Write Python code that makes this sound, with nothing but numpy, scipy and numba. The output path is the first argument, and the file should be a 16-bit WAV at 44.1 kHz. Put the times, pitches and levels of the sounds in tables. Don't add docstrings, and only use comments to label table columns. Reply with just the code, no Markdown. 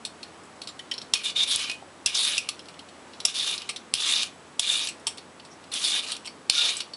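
import sys
import numpy as np
from scipy import signal
from scipy.fft import rfft, irfft, next_fast_len
from scipy.io import wavfile
from numba import njit

SR = 44100
rng = np.random.default_rng(int(sys.argv[2]) if len(sys.argv) > 2 else 0)


def to_wav(sig):
    pcm = np.clip(np.atleast_2d(sig), -1, 1) * 32767
    pcm = np.round(pcm).astype(np.int16)
    wavfile.write(sys.argv[1], SR, pcm.T)


def rack_gain(trim_db):
    fader = np.asarray(trim_db, float)
    return 10 ** (fader / 20)


N = 306936

# [f/Hz, level/dB per Hz]
HUM_SPECTRUM = [(18, -28), (40, -27), (75, -14), (160, -3.5), (260, 0.5), (500, -2.5), (1170, -5),
                (1700, -9.5), (2500, -13), (4400, -17.5), (7000, -20.5), (9000, -22), (10800, -24.5),
                (22000, -70)]
HUM_DB = -48
# [f/Hz, level/dB rms]
MACHINE_TONES = [
    (88, -69),
    (7881, -70.5),
]

# [t/s, peak level/dB, low mode f/Hz, brightness/dB]
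LANDINGS = [
    (1.1369, 0, 3800, -1.5),
    (2.0606, -1, 4300, 42),
    (2.38, -6, 2740, 21),
    (2.4892, -5.5, 3840, 0.5),
    (3.2517, -0.5, 3660, 4),
    (3.2543, -6, 3470, -4),
    (4.595, 0.5, 3820, -0.5),
    (5.7385, -11, 3500, 3),
    (6.165, -23, 3800, 0),
]
# [t/s, peak level/dB, low mode f/Hz, brightness/dB]
STOP_SLAMS = [
    (1.5599, -3.5, 4020, 16),
    (3.9388, 0, 4500, -2),
    (4.2318, -9.5, 2940, 0.5),
    (6.4982, 1.5, 4300, -4),
]
# [t/s, peak level/dB, low mode f/Hz, brightness/dB]
BLADE_FLIPS = [(0.0502, -16.5, 4030, -3), (.4534, -42, 2700, 12), (0.673, -22.5, 4500, -8),
               (2.6848, -30.5, 2400, -6), (2.887, -36, 3200, -7), (3.1342, -34.5, 2820, -19),
               (3.691, -15.5, 2310, -4.5), (4.8872, -18, 2680, 0), (4.9974, -41, 2800, 3),
               (5.0686, -9, 3230, -2.5), (5.1734, -30.5, 3170, -2), (5.4495, -35.5, 4550, -6),
               (6.1183, -16, 3020, -7), (6.1505, -30, 3210, -10), (6.2474, -32, 2870, -13),
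               (6.2603, -22, 2790, -2), (6.7676, -17, 2720, 7), (6.935, -27.5, 4480, -9),
               (.4354, -40, 2700, 14), (2.148, -16, 3630, -15), (.635, -33, 4000, -6)]
# [t/s, peak level/dB, low mode f/Hz]
AIR_RATTLES = [(0.2295, -27, 4050), (0.617, -23, 4020), (0.6883, -27, 4050), (0.7922, -26.5, 3520),
               (0.9131, -19.5, 3200), (0.9385, -22.5, 4250), (0.9798, -21, 4200), (1.016, -26, 4300),
               (2.593, -28, 3180), (2.6564, -37.5, 3060), (2.7407, -38, 3030), (2.791, -29, 3140),
               (2.938, -51, 3350), (3.202, -22, 3940), (3.7608, -23, 3770), (5.181, -28.5, 4000),
               (5.397, -36.5, 3020), (5.6397, -38, 2850), (5.717, -23, 4300), (6.2545, -27, 3240),
               (6.2731, -23, 2330)]
# [t/s, peak level/dB, low mode f/Hz]
ROOT_RATTLES = [(1.4333, -14, 3680), (1.697, -17, 2530), (1.7134, -22, 2420), (3.5786, -17, 4300),
                (3.6186, -24, 2960), (3.952, -13.5, 3370), (4.0814, -31, 3570), (4.8719, -13.5, 4500),
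                (5.7276, -30, 4070), (6.0854, -21, 3980), (6.8046, -15, 3000), (6.817, -27, 2710)]
AIR_BRIGHT_DB, ROOT_BRIGHT_DB = -6.5, -5.5
# [high mode f/Hz, chatter T60/s]
KNOCK_KINDS = [
    (4990, 0.041),
    (8440, 0.012),
    (8070, 0.074),
    (5350, 0.052),
    (5200, 0.036),
]
# [f/Hz, width/Hz, level/dB]
FRAME_MODES = [(2620, 1100, -1.5), (3086, 46, 8), (4050, 630, 8), (4563, 120, 19.5), (5290, 620, 13),
               (6120, 270, 8.5), (7600, 1200, -8), (8260, 260, -6), (10600, 1350, -22)]
# [f/Hz, T60/s, [(start t/s, level/dB)]]
STEEL_RINGS = [(8740, 0.09, [(3.693, -31.5), (5.0705, -24.5), (6.118, -30), (6.768, -38)]),
               (7980, .036, [(4.08, -37), (6.768, -27)]), (7700, 0.13, [(5.07, -35)]),
               (7280, 0.083, [(.69, -43)]), (5450, 0.054, [(.916, -25.5), (.982, -29), (2.491, -41),
               (5.072, -29)]), (4500, 0.062, [(5.069, -26), (6.936, -28.5)]),
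               (4130, 0.024, [(.231, -27.5)]), (3047, 0.035, [(.795, -29.5), (.916, -21.5), (2.792, -42),
               (6.498, -19)]), (2700, 0.049, [(2.062, -14), (2.38, -16)]), (2500, 0.065, [(1.15, -24),
               (1.7, -30), (1.716, -31), (2.385, -25), (3.693, -40)]), (1925, 0.025, [(.796, -35),
               (.917, -29)]), (1190, 0.043, [(.689, -41), (2.49, -31), (3.694, -33), (5.07, -36)]),
               (1420, 0.19, [(6.565, -33), (6.585, -28.5)]), (920, 0.053, [(5.072, -36.5)]),
               (787, .044, [(1.825, -32.5)])]
# [t/s, level/dB]
AIR_THUDS = [
    (1.137, -22),
    (1.56, -19),
    (2.061, -16),
    (2.38, -24),
    (3.251, -22),
    (3.939, -15.5),
    (4.595, -23),
    (6.497, -21.5),
]
KITCHEN_T60_S, KITCHEN_DB = 0.19, -10.5

# [f/Hz, level/dB per Hz]
CELL_HISS = [(530, 10), (900, -24.5), (1530, -18.5), (1940, -18), (2370, -15), (3200, -4.5), (3590, -4),
             (5440, -9.5), (6100, -10.5), (7580, -14), (10800, -14), (14000, -24), (22000, -120)]
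# [f/Hz, width/Hz, level/dB]
SKIN_MODES = [(2420, 155, 4.5), (2804, 74, 6.5), (2998, 130, 6), (2150, 68, -5.5), (1840, 260, -9)]
# [f/Hz, width/Hz, level/dB]
CORE_MODES = [(1220, 140, 1), (1410, 58, -5), (1535, 180, -6.5)]
# [t/s, level/dB]
SHORT_CUTS = [
    [(1.148, -29), (1.184, -45), (1.23, -54), (1.236, -46)],
    [(1.243, -28), (1.301, -29.5), (1.345, -68), (1.355, -43)],
    [(1.367, -21.5), (1.441, -21.5), (1.455, -48), (1.47, -38)],
    [(1.482, -29), (1.53, -20.5), (1.538, -24), (1.556, -27)],
    [(2.07, -23), (2.13, -42), (2.142, -37)],
    [(3.262, -35), (3.29, -27), (3.338, -51.5), (3.342, -32)],
    [(6.06, -54), (6.064, -48.5), (6.118, -39.5), (6.2, -73)],
]
# [t/s, level/dB]
LONG_CUTS = [
    [(1.572, -37), (1.592, -32.5), (1.644, -38.5), (1.654, -45), (1.688, -49), (1.698, -45), (1.774, -68),
     (1.78, -69)],
    [(2.149, -30), (2.211, -27.5), (2.229, -34), (2.237, -28.5), (2.317, -32), (2.385, -38.5), (2.401, -57),
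     (2.47, -62)],
    [(3.35, -28), (3.358, -27.5), (3.434, -27.5), (3.448, -29.5), (3.542, -30), (3.55, -34), (3.578, -46),
     (3.67, -58.5)],
    [(3.946, -32), (3.954, -36), (3.964, -37), (3.998, -30.5), (4.106, -23.5), (4.24, -36), (4.242, -43),
     (4.31, -67.5)],
    [(4.602, -31), (4.606, -42), (4.62, -28.5), (4.704, -21), (4.756, -28.5), (4.78, -25.5), (4.872, -37.5),
     (4.94, -70)],
    [(5.722, -38.5), (5.738, -33.5), (5.826, -35), (5.844, -25), (6.0, -30), (6.016, -51), (6.028, -42),
     (6.05, -39)],
    [(6.505, -26), (6.513, -30), (6.587, -22), (6.679, -25.5), (6.799, -50), (6.807, -42), (6.835, -69),
     (6.86, -63.5)],
]
# [skin level/dB, skin gain toward tip/dB, juice level/dB, core level/dB, starting blade resonance f/Hz]
CARROT_SPOTS = [(10, -7, 3.5, 3, 4260), (1.5, 3, -3, -3, 3560), (0, 13, -4, 0, 3560),
                (-2.5, 5, 1, -4, 3530), (8, 7, 4.5, 3.5, 3800), (8, 0, -2, -2, 3470),
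                (-7.5, 21.5, 5, -4, 3550), (0, 6, 0, 0, 3550), (-2, 7.5, 0, -2, 3530),
                (-1.5, 8.5, 3, 0.5, 3490), (4.5, -0.5, 0.5, -2.5, 3490), (-5.5, 11.5, 2, -2, 3420),
                (2.5, 7, 3, 5, 3800), (4.5, 1.5, 2, 1, 3580)]
FIRM_DB, LIGHT_DB, GRAZE_DB = -27.5, -42.5, -47
SKIN_DB, SKIN_GAIN = -10.5, 0.56
JUICE_DB, JUICE_GAIN, JUICE_TIP_DB = -9.5, 0.4, 0.5
CORE_DB, CORE_GAIN, CORE_TIP_DB = -23.5, 0.99, 4
BLADE_RISE_HZ_PER_S = 660

# [t/s, f/Hz, width/Hz, level/dB, half length/s]
FINGER_SLIP = (5.525, 5700, 350, -51, .018)
MIC_CUTOFF_HZ = 11000


def rms_one(x):
    return x / np.sqrt(np.mean(x ** 2) + 1e-20)


def coloured(x, points):
    size = next_fast_len(len(x))
    hz = np.maximum(np.arange(size // 2 + 1) * SR / size, 1)
    point_hz, point_db = np.array(points).T
    gain = rack_gain(np.interp(np.log(hz), np.log(point_hz), point_db))
    return rms_one(irfft(rfft(x, size) * gain, size)[:len(x)])


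def drift(rate_hz):
    r = np.exp(-2 * np.pi * rate_hz / SR)
    wander = signal.lfilter([1], [1, -2 * r, r * r], rng.standard_normal(N + 9000))
    return rms_one(wander[9000:])


def resonance(x, hz, width_hz):
    r = np.exp(-np.pi * width_hz / SR)
    turn = np.cos(2 * np.pi * hz / SR)
    return signal.lfilter([(1 - r * r) / 2, 0, (r * r - 1) / 2], [1, -2 * r * turn, r * r], x)


def modes(x, table):
    return sum(rack_gain(db) * resonance(x, hz, width) * (-1) ** k for k, (hz, width, db) in enumerate(table))


def hum():
    out = rack_gain(HUM_DB + 0.5 * drift(0.88)) * coloured(rng.standard_normal(N), HUM_SPECTRUM)
    for hz, db in MACHINE_TONES:
        phase = 2 * np.pi * np.cumsum(hz * (1 + 0.002 * drift(20))) / SR
        out += rack_gain(db + 3 + 0.9 * drift(5)) * np.sin(phase)
    return out


def knocks():
    air = [(*row, AIR_BRIGHT_DB) for row in AIR_RATTLES]
    root = [(*row, ROOT_BRIGHT_DB) for row in ROOT_RATTLES]
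    groups = [LANDINGS, STOP_SLAMS, BLADE_FLIPS, air, root]
    return [(s, db, low_hz, high_hz, bright_db, t60)
            for rows, (high_hz, t60) in zip(groups, KNOCK_KINDS)
            for s, db, low_hz, bright_db in rows]


def pivot_clacks(out, t):
    low = signal.butter(3, [2450, 5200], "band", fs=SR, output="sos")
    high = signal.butter(2, 5000, "high", fs=SR, output="sos")
    under = signal.butter(1, [500, 2300], "band", fs=SR, output="sos")
    for s, db, low_hz, high_hz, bright_db, t60 in knocks():
        contact = rack_gain(-60 * t / 0.0041)
        train = rack_gain(-9.5 - 60 * t / max(t60, 0.004))
        shape = (1 - np.exp(-t / 0.00057)) * (contact + train)
        chatter = rng.standard_normal(len(t)) * (rng.random(len(t)) < 0.5) * shape
        chatter[8] += 1.2

        uneven_db = rng.normal(0, 2.5, len(FRAME_MODES))
        struck = [(hz, width, level + g) for (hz, width, level), g in zip(FRAME_MODES, uneven_db)]
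        frame = chatter + rack_gain(-4.5) * modes(chatter, struck)
        dull = signal.sosfilt(low, frame + rack_gain(11) * resonance(chatter, low_hz, 400))
        bright = signal.sosfilt(high, frame + rack_gain(8) * resonance(chatter, high_hz, 500))
        knock = dull / np.abs(dull).max()
        knock += rack_gain(bright_db + 4.5) * bright / np.abs(bright).max()
        knock += rack_gain(-2.0) * signal.sosfilt(under, chatter) / np.abs(chatter).max()

        lead_in = rng.standard_normal(300) * rack_gain(np.linspace(-52, -20, 300))
        start = round(s * SR)
        out[start - 300:][:300] += rack_gain(db) * signal.sosfilt(low, lead_in)
        out[start:][:len(t)] += rack_gain(db - 0.05) * knock / np.abs(knock).max()


def steel_rings(out, t):
    for hz, t60, hits in STEEL_RINGS:
        ring = np.sin(2 * np.pi * hz * t) * (1 - np.exp(-t / 0.00021))
        for s, db in hits:
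            out[round(s * SR):][:len(t)] += rack_gain(db - 60 * t / t60) * ring


def air_thuds(out, t):
    pulse = np.exp(-t / 0.0002) + 0.082 * np.exp(-t / 0.0013)
    pulse *= 1 - np.exp(-t / 0.0001)
    for s, db in AIR_THUDS:
        out[round(s * SR):][:len(t)] += rack_gain(db) * pulse


def clacks():
    out, t = np.zeros(N + SR), np.arange(SR // 4) / SR
    pivot_clacks(out, t)
    steel_rings(out, t)
    air_thuds(out, t)
    return out[:N]


def kitchen(x):
    t = np.arange(SR // 2) / SR
    tail = rng.standard_normal(len(t)) * rack_gain(-60 * t / KITCHEN_T60_S) * (t > 0.003)
    tail = signal.lfilter([1], [1, -0.3], tail)
    return rack_gain(KITCHEN_DB) * signal.fftconvolve(x, tail / np.sqrt(np.sum(tail ** 2)))[:N]


@njit
def gliding(x, turn, r):
    y = np.zeros(len(x))
    for i in range(2, len(x)):
        y[i] = x[i] - x[i - 2] + 2 * r * turn[i] * y[i - 1] - r * r * y[i - 2]
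    return y


def cell_bursts(per_s, spread_db):
    size_db = spread_db * np.minimum(rng.exponential(1, N), 5)
    snaps = rack_gain(size_db) * rng.choice([-1, 1], N)
    return rms_one(snaps * (rng.random(N) < per_s / SR))


def patchy(x, patch_db):
    edges = np.geomspace(800, 13000, 13)
    out = np.zeros(N)
    for k, pair in enumerate(zip(edges, edges[1:])):
        band = signal.sosfilt(signal.butter(2, pair, "band", fs=SR, output="sos"), x)
        out += band * rack_gain(patch_db * drift(14)) * (-1) ** k
    return rms_one(out)


def edge_pressure():
    rows = []
    strokes = sorted(SHORT_CUTS + LONG_CUTS, key=lambda stroke: stroke[0][0])
    for stroke, (skin, tip, juice, core, hz) in zip(strokes, CARROT_SPOTS):
        s, blade_db = np.transpose(stroke)
        light = FIRM_DB - np.maximum(blade_db, LIGHT_DB)
        graze = FIRM_DB - np.maximum(blade_db, GRAZE_DB)
        along = (s - s[0]) / 0.3
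        skin_db = skin + SKIN_DB + SKIN_GAIN * graze + tip * along
        juice_db = juice + JUICE_DB + JUICE_GAIN * light + JUICE_TIP_DB * along
        core_db = core + CORE_DB + CORE_GAIN * light + CORE_TIP_DB * along
        blade_hz = hz + BLADE_RISE_HZ_PER_S * (s - s[0])
        rows.append([s, blade_db, skin_db, juice_db, core_db, blade_hz])
    return np.hstack(rows)


def peeling():
    t = np.arange(N) / SR
    s, *curves = edge_pressure()
    blade_db, skin_db, juice_db, core_db, blade_hz = [np.interp(t, s, curve) for curve in curves]
    touching = np.zeros(N)
    for stroke in SHORT_CUTS + LONG_CUTS:
        first, last = stroke[0][0], stroke[-1][0]
        touching += np.interp(t, [first - 0.008, first, last, last + 0.064], [0, 1, 1, 0])

    cells = cell_bursts(5000, spread_db=3.7) * rack_gain(2.0 * drift(70))
    turn = np.cos(2 * np.pi * blade_hz / SR)
    blade = gliding(cells, turn, np.exp(-np.pi * 300 / SR))
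    blade = gliding(blade, turn, np.exp(-np.pi * 900 / SR))
    spray = cell_bursts(9000, spread_db=3.6) * rack_gain(0.4 * drift(60))
    hiss = patchy(coloured(spray, CELL_HISS), patch_db=3.0)

    mix = rack_gain(-2.0) * rms_one(blade)
    mix += rack_gain(juice_db + 6.5) * hiss
    mix += rack_gain(skin_db - 1.5) * rms_one(modes(cells, SKIN_MODES))
    mix += rack_gain(core_db) * rms_one(modes(cells, CORE_MODES))
    return np.minimum(touching, 1) * rack_gain(blade_db) * mix


def squeak():
    s, hz, width, db, half_s = FINGER_SLIP
    swell = np.exp(-((np.arange(N) / SR - s) / half_s) ** 2)
    return rack_gain(db) * swell * rms_one(resonance(rng.standard_normal(N), hz, width))


def scene():
    hands = clacks() + peeling() + squeak()
    return np.tile(hands + kitchen(hands) + hum(), (2, 1))


def top_cut(x):
    return signal.sosfilt(signal.butter(12, 12350, fs=SR, output="sos"), x)


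def record(dry):
    t = np.arange(N) / SR
    over_db = np.maximum(20 * np.log10(np.abs(dry[0]) + 1e-9) + 12, 0)
    held_db = np.maximum.accumulate(over_db + 90 * t) - 90 * t
    duck_db = signal.lfilter([0.01], [1, -0.99], held_db)
    steep = signal.ellip(10, 0.5, 60, MIC_CUTOFF_HZ, fs=SR, output="sos")
    cut = signal.sosfilt(steep, dry * rack_gain(-0.4 * duck_db))
    mix = cut - 0.045 * cut ** 3
    return top_cut(mix)


dry = scene()
out = record(dry)
to_wav(out)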